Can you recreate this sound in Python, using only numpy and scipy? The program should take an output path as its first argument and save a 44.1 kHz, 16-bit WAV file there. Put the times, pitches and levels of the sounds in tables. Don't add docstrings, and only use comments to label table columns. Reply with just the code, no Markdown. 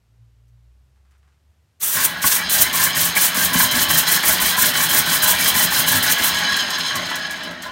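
import sys
import numpy as np
from scipy import signal
from scipy.fft import rfft, irfft
from scipy.io import wavfile
from scipy.ndimage import uniform_filter1d

SR = 44100
rng = np.random.default_rng(int(sys.argv[2]) if len(sys.argv) > 2 else 0)


def store_wav(level_fs):
    pcm = np.round(np.clip(np.atleast_2d(level_fs), -1, 1) * 32767)
    wavfile.write(sys.argv[1], SR, pcm.T.astype(np.int16))


N = 340042


def undb(db):
    return 10 ** (np.asarray(db) / 20)


def level(x, db):
    return x * undb(db) / np.sqrt(np.mean(x ** 2))


def curve(table):
    seconds, *columns = np.transpose(table)
    return [np.interp(np.arange(N) / SR, seconds, column) for column in columns]


def colour(x, points):
    hz, db = np.transpose(points)
    bins_hz = np.maximum(np.arange(N // 2 + 1) * SR / N, 1)
    gain_db = np.interp(np.log(bins_hz), np.log(hz), db)
    return irfft(rfft(x) * undb(gain_db), N)


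def ring(x, modes, sway_db=0):
    total = 0
    for k, (hz, width_hz, db) in enumerate(modes):
        gain = (-1) ** k * undb(db + sway_db * walk(25))
        total = total + gain * signal.lfilter(*signal.iirpeak(hz, hz / width_hz, SR), x)
    return total


def fade(x, t60_s):
    return signal.lfilter([1], [1, -np.exp(-np.log(1000) / (t60_s * SR))], x)


def walk(rate_hz):
    hold = int(SR / rate_hz)
    steps = np.repeat(rng.standard_normal(N // hold + 1), hold)
    return uniform_filter1d(uniform_filter1d(steps, hold), hold)[:N]


def grains(rate_hz, scatter_db):
    size = undb(scatter_db * np.clip(rng.standard_normal(N), -2, 2))
    size = size * rng.choice([-1, 1], N)
    return level(size * (rng.random(N) < rate_hz / SR), 0)


def dying(seconds, db, t60_s):
    starts = (np.asarray(seconds) * SR).astype(int)
    return fade(np.bincount(starts, undb(db), N)[:N], t60_s)


# (time [s], firing rate [Hz], first partial [dB], second partial [dB])
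TRUCK_PASS = [(0, 56, -67, -70), (.132, 57, -56, -56), (.5, 57.8, -54, -55.5), (.7, 60, -51, -58),
              (.75, 62, -53, -74), (.8, 63, -52, -64), (.89, 65.5, -62, -65), (.93, 66, -57, -76),
              (1.2, 68.6, -53.5, -69), (1.416, 71, -63, -81), (1.5, 73.2, -52, -80),
              (1.545, 73.5, -66, -84), (1.6, 74.5, -55, -80), (1.68, 75, -68, -82), (1.85, 75.2, -66, -80)]


def truck():
    firing_hz, first_db, second_db = curve(TRUCK_PASS)
    phase = 2 * np.pi * np.cumsum(firing_hz * (1 + 0.0089 * walk(13.8))) / SR
    first = undb(first_db + 1.5 * walk(14)) * np.sin(phase)
    second = undb(second_db + 3.4 * walk(19.9)) * np.sin(2 * phase)
    return np.sqrt(2) * (first + second)


# (frequency [Hz], relative density [dB per Hz])
GARAGE_HUSH = [(15, -41), (25, -18), (49, -20.5), (75, -4), (94, 1), (113, -7), (254, -19), (3290, -30),
               (10500, -36.5), (13000, -38), (15700, -48)]


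def hush():
    return level(colour(rng.standard_normal(N), GARAGE_HUSH), -65.5) * undb(0.5 * walk(4.1))


# (frequency [Hz], relative density [dB per Hz])
SPIT_SPECTRUM = [(3000, -23), (6000, -1.5), (8500, -3.5), (11000, -5), (15700, -8)]


def bright_noise():
    return undb(2.9 * walk(70)) * level(colour(rng.standard_normal(N), SPIT_SPECTRUM), 0)


# (time [s], onset level [dB])
FINGER_TICKS = [(0.4794, -69), (1.1094, -68), (1.1794, -72)]


def fingers():
    return dying(*np.transpose(FINGER_TICKS), 0.08) * bright_noise()


# (time [s], onset level [dB])
CLOTH_SCUFFS = [(.96, -71), (1.05, -68), (1.11, -65), (1.15, -77), (1.228, -68), (1.275, -70), (1.32, -74)]


def cloth():
    rub = ring(grains(1500, 2.7), [(750, 400, 2), (1500, 990, 7), (9000, 2500, -14)])
    return level(rub, 0) * dying(*np.transpose(CLOTH_SCUFFS), 0.31)


BLEED_T60_S = 0.17
OPEN_S, OPEN_SHARE = 0.048, 0.35
HISS_DB, HISS_SAG_DB_PER_S, PUFF_SCATTER_DB = -16.5, -0.5771, 1.08
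PORT_FIRST, PORT_STEP = 0.25, 0.3335
JET_CLIMB_DB, JET_RIPPLE_DB, JET_RISE_S = 4.5, 2.5, 0.0013
RUSH_CLIMB_DB, RUSH_RIPPLE_DB, RUSH_RISE_S = 5, 5.5, 0.01
CLOSING_S, CLOSING_DB_PER_S = 6.18, -23
VALVE_OPENS_S = [1.796, 2.216, 2.494, 2.727, 2.946, 3.15, 3.344, 3.53, 3.71, 3.885, 4.062, 4.227, 4.399,
                 4.566, 4.735, 4.891, 5.057, 5.22, 5.386, 5.541, 5.704, 5.862, 6.025, 6.18, 6.342]
# (time [s], jet level [dB], rush against the jet [dB])
TAP_STROKE = [(1.797, -61, -12), (1.805, -35, -4), (1.817, -26, 5), (1.833, -15, -15), (2.019, -14, 0),
              (2.033, -16.5, 2), (2.051, -8, -14), (2.149, -53, -2), (2.21, -35, -3)]
# (frequency [Hz], relative density [dB per Hz])
JET_SPECTRUM = [(880, -17), (1500, -10.5), (1920, -11.5), (2290, -14.5), (3490, -8.5), (3810, -14),
                (4880, -16), (5940, -6), (7660, -6.5), (8710, -2), (10600, -2), (11100, -2.5), (15700, -1)]


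def air():
    t = np.arange(N) / SR
    tap_db, tap_rush_db = curve(TAP_STROKE)
    tap_db -= 60 * np.maximum(t - VALVE_OPENS_S[1], 0) / BLEED_T60_S
    first_stroke = (t > TAP_STROKE[0][0]) * (t < VALVE_OPENS_S[2])
    jet_flow = first_stroke * undb(tap_db)
    rush_flow = first_stroke * undb(tap_db + tap_rush_db)
    for s, next_s in zip(VALVE_OPENS_S[1:], VALVE_OPENS_S[2:]):
        age = np.maximum(t - s, 0)
        open_s = OPEN_S + OPEN_SHARE * (next_s - s)
        share = np.minimum(age / open_s, 1)
        ports = np.cos(2 * np.pi * (share - PORT_FIRST) / PORT_STEP)
        db = HISS_DB + HISS_SAG_DB_PER_S * s
        db = db - 60 * np.maximum(age - open_s, 0) / BLEED_T60_S
        db += CLOSING_DB_PER_S * np.maximum(t - CLOSING_S, 0)
        db += PUFF_SCATTER_DB * rng.standard_normal() * ports
        jet_db = db + JET_CLIMB_DB * share + JET_RIPPLE_DB * ports
        rush_db = db + RUSH_CLIMB_DB * share - RUSH_RIPPLE_DB * ports
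        jet_flow += (1 - np.exp(-age / JET_RISE_S)) * undb(jet_db)
        rush_flow += (1 - np.exp(-age / RUSH_RISE_S)) * undb(rush_db)
    jet = level(colour(rng.standard_normal(N), JET_SPECTRUM), 0) * undb(4.3 * walk(60))
    rush = level(ring(rng.standard_normal(N), [(5850, 6600, 0)]), -9)
    return jet_flow * jet + rush_flow * rush


COAST_TAU_S = 2.5


def strokes_done():
    t = np.arange(N) / SR
    coast_s = COAST_TAU_S * (1 - np.exp(-np.maximum(t - VALVE_OPENS_S[-1], 0) / COAST_TAU_S))
    driven = np.interp(t, VALVE_OPENS_S, np.arange(len(VALVE_OPENS_S)))
    return driven + coast_s / (VALVE_OPENS_S[-1] - VALVE_OPENS_S[-2])


KNOCK_T60_S, CAM_PLAY_S = 0.048, 0.003
CAM_SCATTER_DB, CAM_COAST_DB = 2.5, -5
# (place in the turn [strokes, 0-2], bench [dB], frame [dB], ring [dB])
CAM_LOBES = [(.07, -1, 12, 0), (.36, -4, 1, 9.5), (.62, -3, 3, 9.5), (1.07, 2, 14.5, 10),
             (1.36, -10, 13.5, 6.5), (1.65, -0.5, -1.5, 2.5)]
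# (time [s], bench [dB], frame [dB], ring [dB])
EXTRA_KNOCKS = [(2.239, 8, 18.5, 21), (2.812, 0, 6, 6), (3.165, -10, 15, 9), (3.369, 5, -6, 0),
                (3.551, 11.5, -3, -2), (3.601, -5, 14.5, 7), (4.293, 2, 11, 1), (6.206, 3, -4, 0),
                (6.238, -3, 3, 5), (6.351, -8, 12, 6), (7.11, 5, 14.5, 6)]


def cam(strokes):
    turns = int(strokes[-1] / 2)
    place, *part_db = np.tile(np.transpose(CAM_LOBES), turns)
    place = place + np.repeat(2 * np.arange(turns), len(CAM_LOBES))
    luck = rng.standard_normal((4, len(place)))
    when = np.interp(place, strokes, np.arange(N) / SR) + CAM_PLAY_S * luck[0]
    part_db = part_db + CAM_SCATTER_DB * luck[1:] + CAM_COAST_DB * (when > VALVE_OPENS_S[-1])
    extra_s, *extra_db = np.transpose(EXTRA_KNOCKS)
    knock_s = np.append(when, extra_s)
    return [dying(knock_s, db, KNOCK_T60_S) * rng.standard_normal(N)
            for db in np.hstack([part_db, extra_db])]


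LOAD_PEAK, COAST_LOAD_SHARE = 0.37, 0.3
DEEP_COAST_DB_PER_S = -5.5
# (time [s], rolling level [dB], bench against it [dB], ring against it [dB])
ROLLER_LEVELS = [(1.8, -60, -27, -6), (1.9, -42, -16, -6), (1.97, -26, -8, -4), (2.2, -27, -14, -9.5),
                 (2.6, -25, -10, -3.5), (3.85, -22.5, -10.5, -2.5), (6.3, -22.5, -11, 0),
                 (6.6, -24.5, -11.5, 2), (7.1, -26.5, -9.5, -3), (7.45, -30.5, -5.5, -4.5),
                 (7.595, -34.5, 0, -11.5), (7.63, -31.5, -5, -8), (7.71, -33, -6, -7)]
# (frequency [Hz], width [Hz], relative level [dB])
BENCH_MODES = [(65, 22, -9), (105, 40, -8), (172, 20, 0), (256, 30, -5), (345, 25, -12), (625, 45, -7)]
# (frequency [Hz], width [Hz], relative level [dB])
FRAME_MODES = [(845, 25, -6), (1022, 50, -4), (1112, 25, -2), (1320, 90, -11), (1488, 30, -2),
               (1585, 50, -3), (1660, 28, 3), (1730, 40, -2), (1820, 60, -3), (1960, 45, -3),
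               (2080, 80, -7), (2310, 70, -6)]
# (frequency [Hz], width [Hz], relative level [dB])
RING_MODES = [(2740, 40, -11), (3003, 28, -2), (3038, 28, -.5), (3195, 60, -3), (3400, 130, -8),
              (3974, 32, -.5), (4015, 30, -3), (4128, 32, -4.5), (4310, 70, -9), (4798, 50, -8.5),
              (5150, 65, -8), (5440, 80, -12), (6450, 100, -9), (7650, 80, -21), (8980, 200, -20)]
# (frequency [Hz], relative density [dB per Hz])
GRIND_SPECTRUM = [(120, -29), (200, -17), (632, -12), (731, -8), (1020, -8.5), (1220, -8.5), (1690, -4.5),
                  (2190, -9), (4070, -7.5), (5970, -22.5), (15700, -60)]


def rotor():
    t = np.arange(N) / SR
    strokes = strokes_done()
    load = np.cos(2 * np.pi * (strokes - LOAD_PEAK))
    load = load * np.where(strokes > len(VALVE_OPENS_S) - 1, COAST_LOAD_SHARE, 1)
    roll_db, low_db, bright_db = curve(ROLLER_LEVELS)
    turning = undb(roll_db) * (strokes > 0)
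    thump, knock, clink = cam(strokes)

    frame_chatter = undb(4 + 2 * load + 2.6 * walk(50)) * grains(1500, 4.5)
    frame = (frame_chatter + knock) * turning
    ring_chatter = undb(6 - 0.8 * load + 2.9 * walk(40)) * grains(900, 4.5)
    rim = (ring_chatter + clink) * undb(bright_db) * turning
    rumble = undb(2 + 2.5 * load + low_db + 3.9 * walk(18)) * rng.standard_normal(N)
    bench = (rumble + thump) * turning
    grind = level(colour(grains(6000, 4.8), GRIND_SPECTRUM), -3.5) * turning * undb(0.4 * bright_db)

    calm = undb(DEEP_COAST_DB_PER_S * np.maximum(t - VALVE_OPENS_S[-1], 0))
    deep = calm * ring(bench, BENCH_MODES[:3], sway_db=1.5)
    upper = ring(bench, BENCH_MODES[3:], sway_db=1.5)
    bench_sound = undb(21) * (deep - upper)
    frame_sound = undb(10) * ring(frame, FRAME_MODES, sway_db=4.5)
    ring_sound = undb(11.5) * ring(rim, RING_MODES, sway_db=2.5)
    return frame_sound + ring_sound + bench_sound + grind


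SEEP_DB, SEEP_DB_PER_S = -36, -21
TICK_T60_S, TICK_RISE_S = 0.053, 0.0016
SIGH_T60_S, SIGH_RISE_S = 0.2, 0.0053
# (time [s], tick level [dB], sigh level [dB])
PISTON_SPITS = [(6.343, -21, -31), (6.3844, -36, -35), (6.4852, -36, -35), (6.5144, -38, -44),
                (6.5635, -28, -31), (6.5994, -42, -40), (6.7027, -26, -35), (6.781, -32, -29),
                (6.86, -38, -36), (6.9533, -27, -33), (7.0548, -30, -33), (7.0994, -43, -44),
                (7.1545, -25, -42), (7.3074, -27, -39), (7.433, -34, -40), (7.509, -42, -50),
                (7.6206, -26.5, -42)]


def spits():
    t = np.arange(N) / SR
    seep_db = SEEP_DB + SEEP_DB_PER_S * (t - VALVE_OPENS_S[-1]) + 3.8 * walk(80)
    flow = (t > VALVE_OPENS_S[-1]) * undb(seep_db)
    for s, tick_db, sigh_db in PISTON_SPITS:
        age = np.maximum(t - s, 0)
        flow += (1 - np.exp(-age / TICK_RISE_S)) * undb(tick_db - 60 * age / TICK_T60_S)
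        flow += (1 - np.exp(-age / SIGH_RISE_S)) * undb(sigh_db - 60 * age / SIGH_T60_S)
    return flow * bright_noise()


ROOM_T60_S, ROOM_DB = 0.29, -14
FACING_HZ = 1


def garage(engine):
    t = np.arange(SR // 2) / SR
    wet = 0
    for k in range(3):
        facing = np.cos(2 * np.pi * (FACING_HZ * np.arange(N) / SR + k / 3))
        echo = rng.standard_normal(len(t)) * undb(-60 * t / ROOM_T60_S) * (t > 0.004)
        echo = signal.lfilter([1], [1, -0.4], echo)
        echo = echo / np.sqrt(np.sum(echo ** 2))
        wet = wet + signal.fftconvolve(engine * facing, echo)[:N]
    return undb(ROOM_DB) * wet


def scene():
    background = truck() + hush() + cloth()
    engine = fingers() + air() + rotor() + spits()
    return np.tile(engine + garage(engine) + background, (2, 1))


MIC_LOW_HZ, TOP_HZ, SOFT_CLIP = 44, 15800, 0.78
DIP_HZ, DIP_WIDTH_HZ, DIP_SHARE = 10380, 690, 0.54


def record(dry):
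    low_cut = signal.butter(2, MIC_LOW_HZ, "high", fs=SR, output="sos")
    dry = signal.sosfilt(low_cut, dry)
    dip = signal.lfilter(*signal.iirpeak(DIP_HZ, DIP_HZ / DIP_WIDTH_HZ, SR), dry)
    heard = dry - DIP_SHARE * dip
    heard = np.tanh(SOFT_CLIP * heard) / SOFT_CLIP
    top_cut = signal.ellip(14, 0.2, 100, TOP_HZ, fs=SR, output="sos")
    return signal.sosfilt(top_cut, heard)


dry = scene()
out = record(dry)
store_wav(out)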